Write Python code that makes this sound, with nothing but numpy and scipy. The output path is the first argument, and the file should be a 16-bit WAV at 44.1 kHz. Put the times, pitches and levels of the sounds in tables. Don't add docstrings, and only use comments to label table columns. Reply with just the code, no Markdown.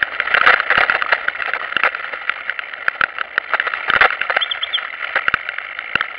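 import sys
import numpy as np
from scipy import signal
from scipy.fft import rfft, irfft, next_fast_len
from scipy.io import wavfile
from scipy.ndimage import map_coordinates

SR = 44100
rng = np.random.default_rng(int(sys.argv[2]) if len(sys.argv) > 2 else 0)


def unload_wav(signal):
    wavfile.write(
        sys.argv[1],
        SR,
        np.round(np.clip(np.atleast_2d(signal).T, -1, 1) * 32767).astype(np.int16),
    )


N = 272538

# t/s, grind level/dB, frame hum level/dB (before each layer's own gain)
ROAD_LEVELS = [(0.0, -28, -40), (0.14, -25, -37.5), (0.58, -26.5, -38.5), (0.95, -25, -36.5),
               (1.38, -27, -40.5), (2.05, -26, -42), (2.58, -32, -44.5), (3.44, -33, -43), (3.72, -24, -41),
               (4.1, -30, -40.5), (4.39, -28.5, -43.5), (5.18, -28, -43.5), (5.73, -34, -47),
               (6.18, -28.5, -42)]
# f/Hz, relative level per Hz/dB
GRIND_SPECTRUM = [(300, -46), (900, -18), (1150, -13.5), (1370, 4), (1580, -10.5), (1950, 2), (2400, -12.5),
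                  (2850, -8), (3600, -20), (4500, -21.5), (6000, -26.5), (12000, -31.5)]
# f/Hz, relative level per Hz/dB
HUM_SPECTRUM = [(20, -29.5), (60, -13.5), (160, -25.5), (280, -15.5), (400, -13.5), (510, -5), (610, -2),
                (740, -3.5), (950, -13), (1400, -29), (3000, -74)]
# t/s, level/dB (before the gain in knocks)
HARD_KNOCKS = [(0.026, 7.5), (0.2, 0.5), (0.341, 2.5), (0.347, 6), (0.4126, 3), (0.4633, 4), (0.4719, 11),
               (0.5393, 8.5), (0.5597, -9.5), (0.6004, 0), (0.7035, -3), (0.7536, -1.5), (0.7778, 5.5),
               (0.835, 1.5), (0.897, 6), (0.9222, -6.5), (0.9499, -2.5), (1.0217, -1), (1.1231, -1),
               (1.283, 0), (1.4214, -6), (1.535, -4), (1.7654, 4), (1.8347, 3.5), (1.9478, -9.5),
               (2.2943, 1.5), (2.495, -5.5), (2.591, -6), (2.7367, -12), (2.882, 5.5), (3.011, 2),
               (3.0372, 5.5), (3.1844, -11.5), (3.2111, -3.5), (3.379, 5.5), (3.5978, 1), (3.736, -5.5),
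               (3.9002, 4.5), (3.9357, 3), (3.9517, -3), (3.961, 1), (4.0085, 4.5), (4.104, -6),
               (4.2143, 0), (4.3695, 1.5), (4.7863, -9.5), (5.157, 0.5), (5.2819, 5.5), (5.34, 7.5),
               (5.4886, -4), (5.5844, -8), (5.7889, -10.5), (5.9547, 5.5), (6.0092, -2)]
# f/Hz, level/dB, time to fall 60 dB/s
MOUNT_MODES = [(528, -33.5, .025), (1355, -13, 0.022), (1928, -7.5, 0.011), (2337, -12, 0.0073),
               (2842, -8, 0.0099), (3275, -15.5, 0.0082), (3792, -15.5, 0.0078), (4480, -15.5, .006)]
# t/s, links per second/Hz, tick level/dB (before the gain in chain)
CHAIN_PACE = [(0, 33.8, -25), (1.1, 31, -25), (2.15, 36.5, -26), (2.45, 56, -21.5), (2.85, 49, -26),
              (3.15, 31.2, -28), (3.7, 30.2, -20.5), (4.55, 25, -17), (4.75, 40, -19.5), (5.7, 48, -19),
              (5.88, 58.4, -17.5), (6.05, 32.5, -19.5)]
# f/Hz, level/dB, time to fall 60 dB/s
LINK_MODES = [(1287, -12.5, 0.015), (1760, -9, 0.014), (2045, -2.5, 0.019), (2570, -8.5, 0.0044),
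              (2690, -8, 0.014), (3370, -13.5, 0.0026)]
# t/s, length/s, level/dB (before each layer's own gain)
JOLTS = [(0.369, 0.014, -9), (0.428, 0.021, -19.5), (0.47, 0.015, -5.5), (0.494, 0.015, -5),
         (0.531, 0.012, -8), (0.703, 0.024, -12), (0.771, 0.018, -10.5), (0.805, 0.011, -7),
         (0.824, 0.027, -18), (0.94, 0.029, -17.5), (1.125, 0.011, -5), (1.473, 0.022, -22.5),
         (1.55, 0.022, -21), (1.846, 0.03, -12.5), (2.132, 0.0087, -21), (3.536, 0.016, -13),
         (3.668, 0.012, -17.5), (3.881, 0.019, -17), (3.961, 0.012, -13.5), (4.009, 0.02, -4.5),
         (4.039, 0.023, -6.5), (4.296, 0.014, -14.5), (4.365, 0.006, -9), (5.156, 0.022, -14.5)]
# f/Hz, width/Hz, relative level/dB
CASE_MODES = [(1310, 184, -0.5), (1723, 930, -4), (2030, 282, 0), (2760, 190, -11), (3600, 2300, -18)]
# f/Hz, width/Hz, relative level/dB
FRAME_MODES = [(519, 68.6, 2), (755, 124, 3.5), (930, 980, -8.5)]
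# t/s, slide up/s, lull/s, slide down/s
SQUEAK_TIMES = [(4.408, .041, .058, 0.023), (4.625, .022, .079, 0.051)]
# f/Hz, level/dB
TREBLE_CUT = [(2500, 0), (3300, -3.5), (4300, -9), (5000, -16), (5700, -26.5), (6300, -35.5),
              (7500, -34.5), (8200, -49), (9000, -28), (10500, -23.5), (13000, -27.5), (15000, -25),
              (16000, -40.5)]

SHAKE_DB, SHAKE_S = -16, 0.048
KNOCK_HZ, KNOCK_SPREAD = 1359, 0.031
TAP_DB, TAP_SPREAD_DB = 9, 3.5
THUMP_HZ, THUMP_SPREAD = 749, 0.04
JOINT_DB, JOINT_SPREAD_DB = 16.5, 2
REBOUND_S, REBOUND_DB = 0.027, -29
BOOM_DB, BOOM_GROWS = -10.5, 0.69
SQUEAK_LOW_HZ, SQUEAK_HIGH_HZ, SQUEAK_DB = 2880, 3700, -6.5
LULL_HZ, LULL_DB = 2290, -14
SQUEAK_BODY_HZ, SQUEAK_WIDTH_HZ = 3300, 164


def amp(db):
    return 10 ** (np.asarray(db) / 20)


def unit(x):
    return x / np.sqrt(np.mean(x ** 2) + 1e-20)


def along(points, hz):
    f, value = np.transpose(points)
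    return np.interp(np.log(hz + 1), np.log(f + 1), value)


def curves(rows):
    s, *columns = np.transpose(rows)
    return [np.interp(np.arange(N) / SR, s, column) for column in columns]


def wobble(rate):
    knots = rng.standard_normal(int(N * rate / SR) + 4)
    return map_coordinates(knots, [np.arange(N) * rate / SR])


def bounded_normal(size):
    return np.clip(rng.standard_normal(size), -2, 2)


def scattered(count):
    return ((np.arange(count) + rng.random(count)) * N / count).astype(int)


def filtered(x, response):
    padded = next_fast_len(N + SR // 2)
    spectrum = rfft(x, padded) * response(np.fft.rfftfreq(padded, 1 / SR))
    return irfft(spectrum, padded)[..., :N]


def resonate(x, modes):
    def response(f):
        total = 0
        for k, (centre, width, db) in enumerate(modes):
            peak = 1j * f * width / (centre * centre - f * f + 1j * f * width)
            radiation = 1j * f / (centre + 1j * f)
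            total = total + (-1) ** k * amp(db) * peak * radiation
        return total / np.sqrt(np.mean(np.abs(total) ** 2))
    return filtered(x, response)


def add(track, s, sound):
    part = track[max(round(s * SR), 0):][:len(sound)]
    part += sound[:len(part)]


def contacts(rate, spread_db):
    hits = rng.random(N) < rate / SR
    signs = rng.choice([-1, 1], N)
    return unit(hits * signs * amp(spread_db * bounded_normal(N)))


def pings(times, db, hz, cycles, attack):
    t = np.arange(SR // 60) / SR
    turns = hz[:, None] * t
    decay = amp(db[:, None] - 60 * turns / cycles)
    rings = decay * np.sin(2 * np.pi * turns) * (1 - np.exp(-t / attack))
    at = np.maximum(times * SR, 0).astype(int)[:, None] + np.arange(len(t))
    return np.bincount(at.ravel(), rings.ravel(), N)[:N]


def roughness():
    s = np.arange(0, N, 100) / SR
    shake = np.zeros(len(s))
    for start, length, db in JOLTS:
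        distance = np.abs(s - start - length / 2)
        shake += amp(db + SHAKE_DB) ** 2 * np.exp(-distance / SHAKE_S)
    paving = amp(curves(ROAD_LEVELS)[0]) ** 2
    return 10 * np.log10(paving + np.interp(np.arange(N) / SR, s, shake))


def tyres(road_db, grind_db=-4, hum_db=0):
    hum_level = curves(ROAD_LEVELS)[1]
    bumps = wobble(150)
    grind = unit(filtered(contacts(rate=3600, spread_db=0.0), lambda f: amp(along(GRIND_SPECTRUM, f))))
    hum = unit(filtered(rng.standard_normal(N), lambda f: amp(along(HUM_SPECTRUM, f))))
    grind_gain = amp(road_db + grind_db + 5.57 * bumps)
    hum_gain = amp(hum_level + hum_db + 2 * bumps + 1.8 * wobble(45))
    return grind_gain * grind + hum_gain * hum


def grit(road_db, count=700, centre_hz=3900, spread=0.091, level_db=-11, size_db=5, cycles=45,
         attack=0.0001, crush_db=-12):
    at = rng.integers(0, N, count)
    loose = np.c_[at / SR, road_db[at] + level_db]
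    crushed = [(s + length * u, db + crush_db) for s, length, db in JOLTS for u in rng.random(size=8)]
    times, db = np.vstack([loose, crushed]).T
    size, pitch = bounded_normal((2, len(times)))
    return pings(times, db + size_db * size, centre_hz * np.exp(spread * pitch), cycles, attack)


def jingling(road_db, count=420, centre_hz=1850, spread=0.2, level_db=7, cycles=20, attack=0.00036,
             size_db=5):
    at = scattered(count)
    size, pitch = bounded_normal((2, count))
    db = road_db[at] + level_db + size_db * size
    return pings(at / SR, db, centre_hz * np.exp(spread * pitch), cycles, attack)


def taps(road_db):
    at = scattered(count=26)
    db = road_db[at] + TAP_DB + TAP_SPREAD_DB * bounded_normal(len(at))
    return list(zip(at / SR, db))


def knocks(blows, t60=0.0105, attack=0.001, crack_db=-13, crack_t60=0.0021, level_db=1.5, detune=0.049,
           stiff=0.37, release=0.001806, size_db=3.5):
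    out, t = np.zeros(N), np.arange(SR // 20) / SR
    bent_time = t - stiff * release * np.exp(-t / release)
    swell = 1 - np.exp(-(t / attack) ** 2)
    for s, db in blows:
        main_hz = KNOCK_HZ * (1 + KNOCK_SPREAD * rng.standard_normal())
        ring = np.sin(2 * np.pi * main_hz * bent_time) * amp(-60 * t / t60)
        for mode_hz, mode_db, mode_t60 in MOUNT_MODES:
            hz = mode_hz * (1 + detune * rng.standard_normal())
            wave = np.sin(2 * np.pi * (hz * t + rng.random()))
            ring += amp(mode_db + size_db * rng.standard_normal() - 60 * t / mode_t60) * wave
        crack = amp(crack_db - 60 * t / crack_t60) * rng.standard_normal(len(t))
        add(out, s, amp(db + level_db) * (2 * ring * swell + crack))
    return out


def chain(size_db=2, detune=0.03, level_db=11, rise=0.0027, stiff=0.2):
    out, t = np.zeros(N), np.arange(SR // 30) / SR
    pace, tick_db = curves(CHAIN_PACE)
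    seats = np.flatnonzero(np.diff(np.floor(np.cumsum(pace) / SR)))
    bent_time = t - stiff * rise * np.exp(-t / rise)
    swell = 1 - np.exp(-(t / rise) ** 2)
    for i in seats:
        ring = np.zeros(len(t))
        for hz, mode_db, t60 in LINK_MODES:
            size, pitch, phase = rng.standard_normal(3)
            wave = np.sin(2 * np.pi * (hz * (1 + detune * pitch) * bent_time + phase))
            ring += amp(mode_db + size_db * size - 60 * t / t60) * wave
        add(out, i / SR, amp(tick_db[i] + level_db) * ring * swell)
    return out


def thumps(t60=0.018, attack=0.0028, level_db=9, rough=0.82, clack_db=-2, clack_t60=0.049):
    out, clacks, t = np.zeros(N), np.zeros(N), np.arange(SR // 12) / SR
    blur = rough * wobble(300)
    at = scattered(count=45)
    joint_db = curves(ROAD_LEVELS)[1][at] + JOINT_DB + JOINT_SPREAD_DB * bounded_normal(len(at))
    joints = list(zip(at / SR, joint_db))
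    rebounds = [(s + REBOUND_S, REBOUND_DB) for s, _ in HARD_KNOCKS]
    for s, db in joints + rebounds:
        hz = THUMP_HZ * np.exp(THUMP_SPREAD * rng.standard_normal())
        phase = 2 * np.pi * hz * t + np.roll(blur, -round(s * SR))[:len(t)]
        envelope = amp(db + level_db - 60 * t / t60) * (1 - np.exp(-t / attack))
        add(out, s, envelope * np.sin(phase))
        add(clacks, s, amp(db + clack_db - 60 * t / clack_t60))
    return out + resonate(clacks * contacts(rate=1200, spread_db=2), CASE_MODES)


def rattles(edge=0.0019, case_db=-4, bounce=0.0031, bounce_db=7, bounce_hz=1750, cycles=16):
    shake, boom, t = np.zeros(N), np.zeros(N), np.arange(SR // 20) / SR
    chatter = contacts(rate=3500, spread_db=2.0)
    bounces = np.zeros(N)
    for s, length, db in JOLTS:
        volley = np.exp(-np.maximum(t - length, 0) / edge)
        add(shake, s - edge / 2, amp(db) * volley)
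        add(boom, s - edge / 2, amp(BOOM_DB + BOOM_GROWS * db) * volley)
        gap, size, pitch = rng.standard_normal((3, 16))
        after = np.cumsum(bounce * np.exp(0.42 * gap)) - bounce
        on = after < length
        level = db + bounce_db + 3.4 * size[on]
        hz = bounce_hz * np.exp(0.13 * pitch[on])
        bounces += pings(s + after[on], level, hz, cycles, edge / 4)
    case = amp(case_db) * resonate(shake * chatter, CASE_MODES)
    frame = resonate(boom * chatter, FRAME_MODES)
    return bounces + case + frame


def squeaks(waver=0.004, echo_db=-20, echo_t60=0.39):
    out = np.zeros(N)
    for s, up, lull, down in SQUEAK_TIMES:
        pieces = [(up, SQUEAK_LOW_HZ, SQUEAK_HIGH_HZ, SQUEAK_DB),
                  (lull, LULL_HZ, LULL_HZ, LULL_DB),
                  (down, SQUEAK_HIGH_HZ, SQUEAK_LOW_HZ, SQUEAK_DB)]
        for length, start_hz, end_hz, db in pieces:
            u = np.linspace(0, 1, int(length * SR))
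            hz = (start_hz + (end_hz - start_hz) * u) * (1 + waver * wobble(560)[:len(u)])
            body = 1 / np.hypot(1, (hz - SQUEAK_BODY_HZ) / SQUEAK_WIDTH_HZ)
            tone = np.sin(2 * np.pi * np.cumsum(hz) / SR)
            add(out, s, amp(db) * body * np.sin(np.pi * u) * tone)
            s += length
    t = np.arange(SR // 3) / SR
    tail = rng.standard_normal(len(t)) * amp(-60 * t / echo_t60)
    echo = signal.fftconvolve(out, tail / np.linalg.norm(tail))[:N]
    return out + amp(echo_db) * echo


def scene():
    road_db = roughness()
    road = tyres(road_db) + grit(road_db) + jingling(road_db)
    mount = knocks(list(HARD_KNOCKS) + taps(road_db))
    mix = road + mount + chain() + thumps() + rattles() + squeaks()
    return np.tile(mix, (2, 1))


def record(dry, hardness=3.5, top=0.88, bottom=0.82, lag=0.000022, top_hz=16000):
    limit = np.where(dry > 0, top, bottom)
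    clipped = dry / (1 + np.abs(dry / limit) ** hardness) ** (1 / hardness)

    def cut_and_lag(f):
        sides = np.array([[-1], [1]])
        shift = np.exp(1j * np.pi * f * lag * sides)
        return amp(along(TREBLE_CUT, f)) * shift * (f < top_hz)
    return filtered(clipped, cut_and_lag)


dry = scene()
out = record(dry)
unload_wav(out)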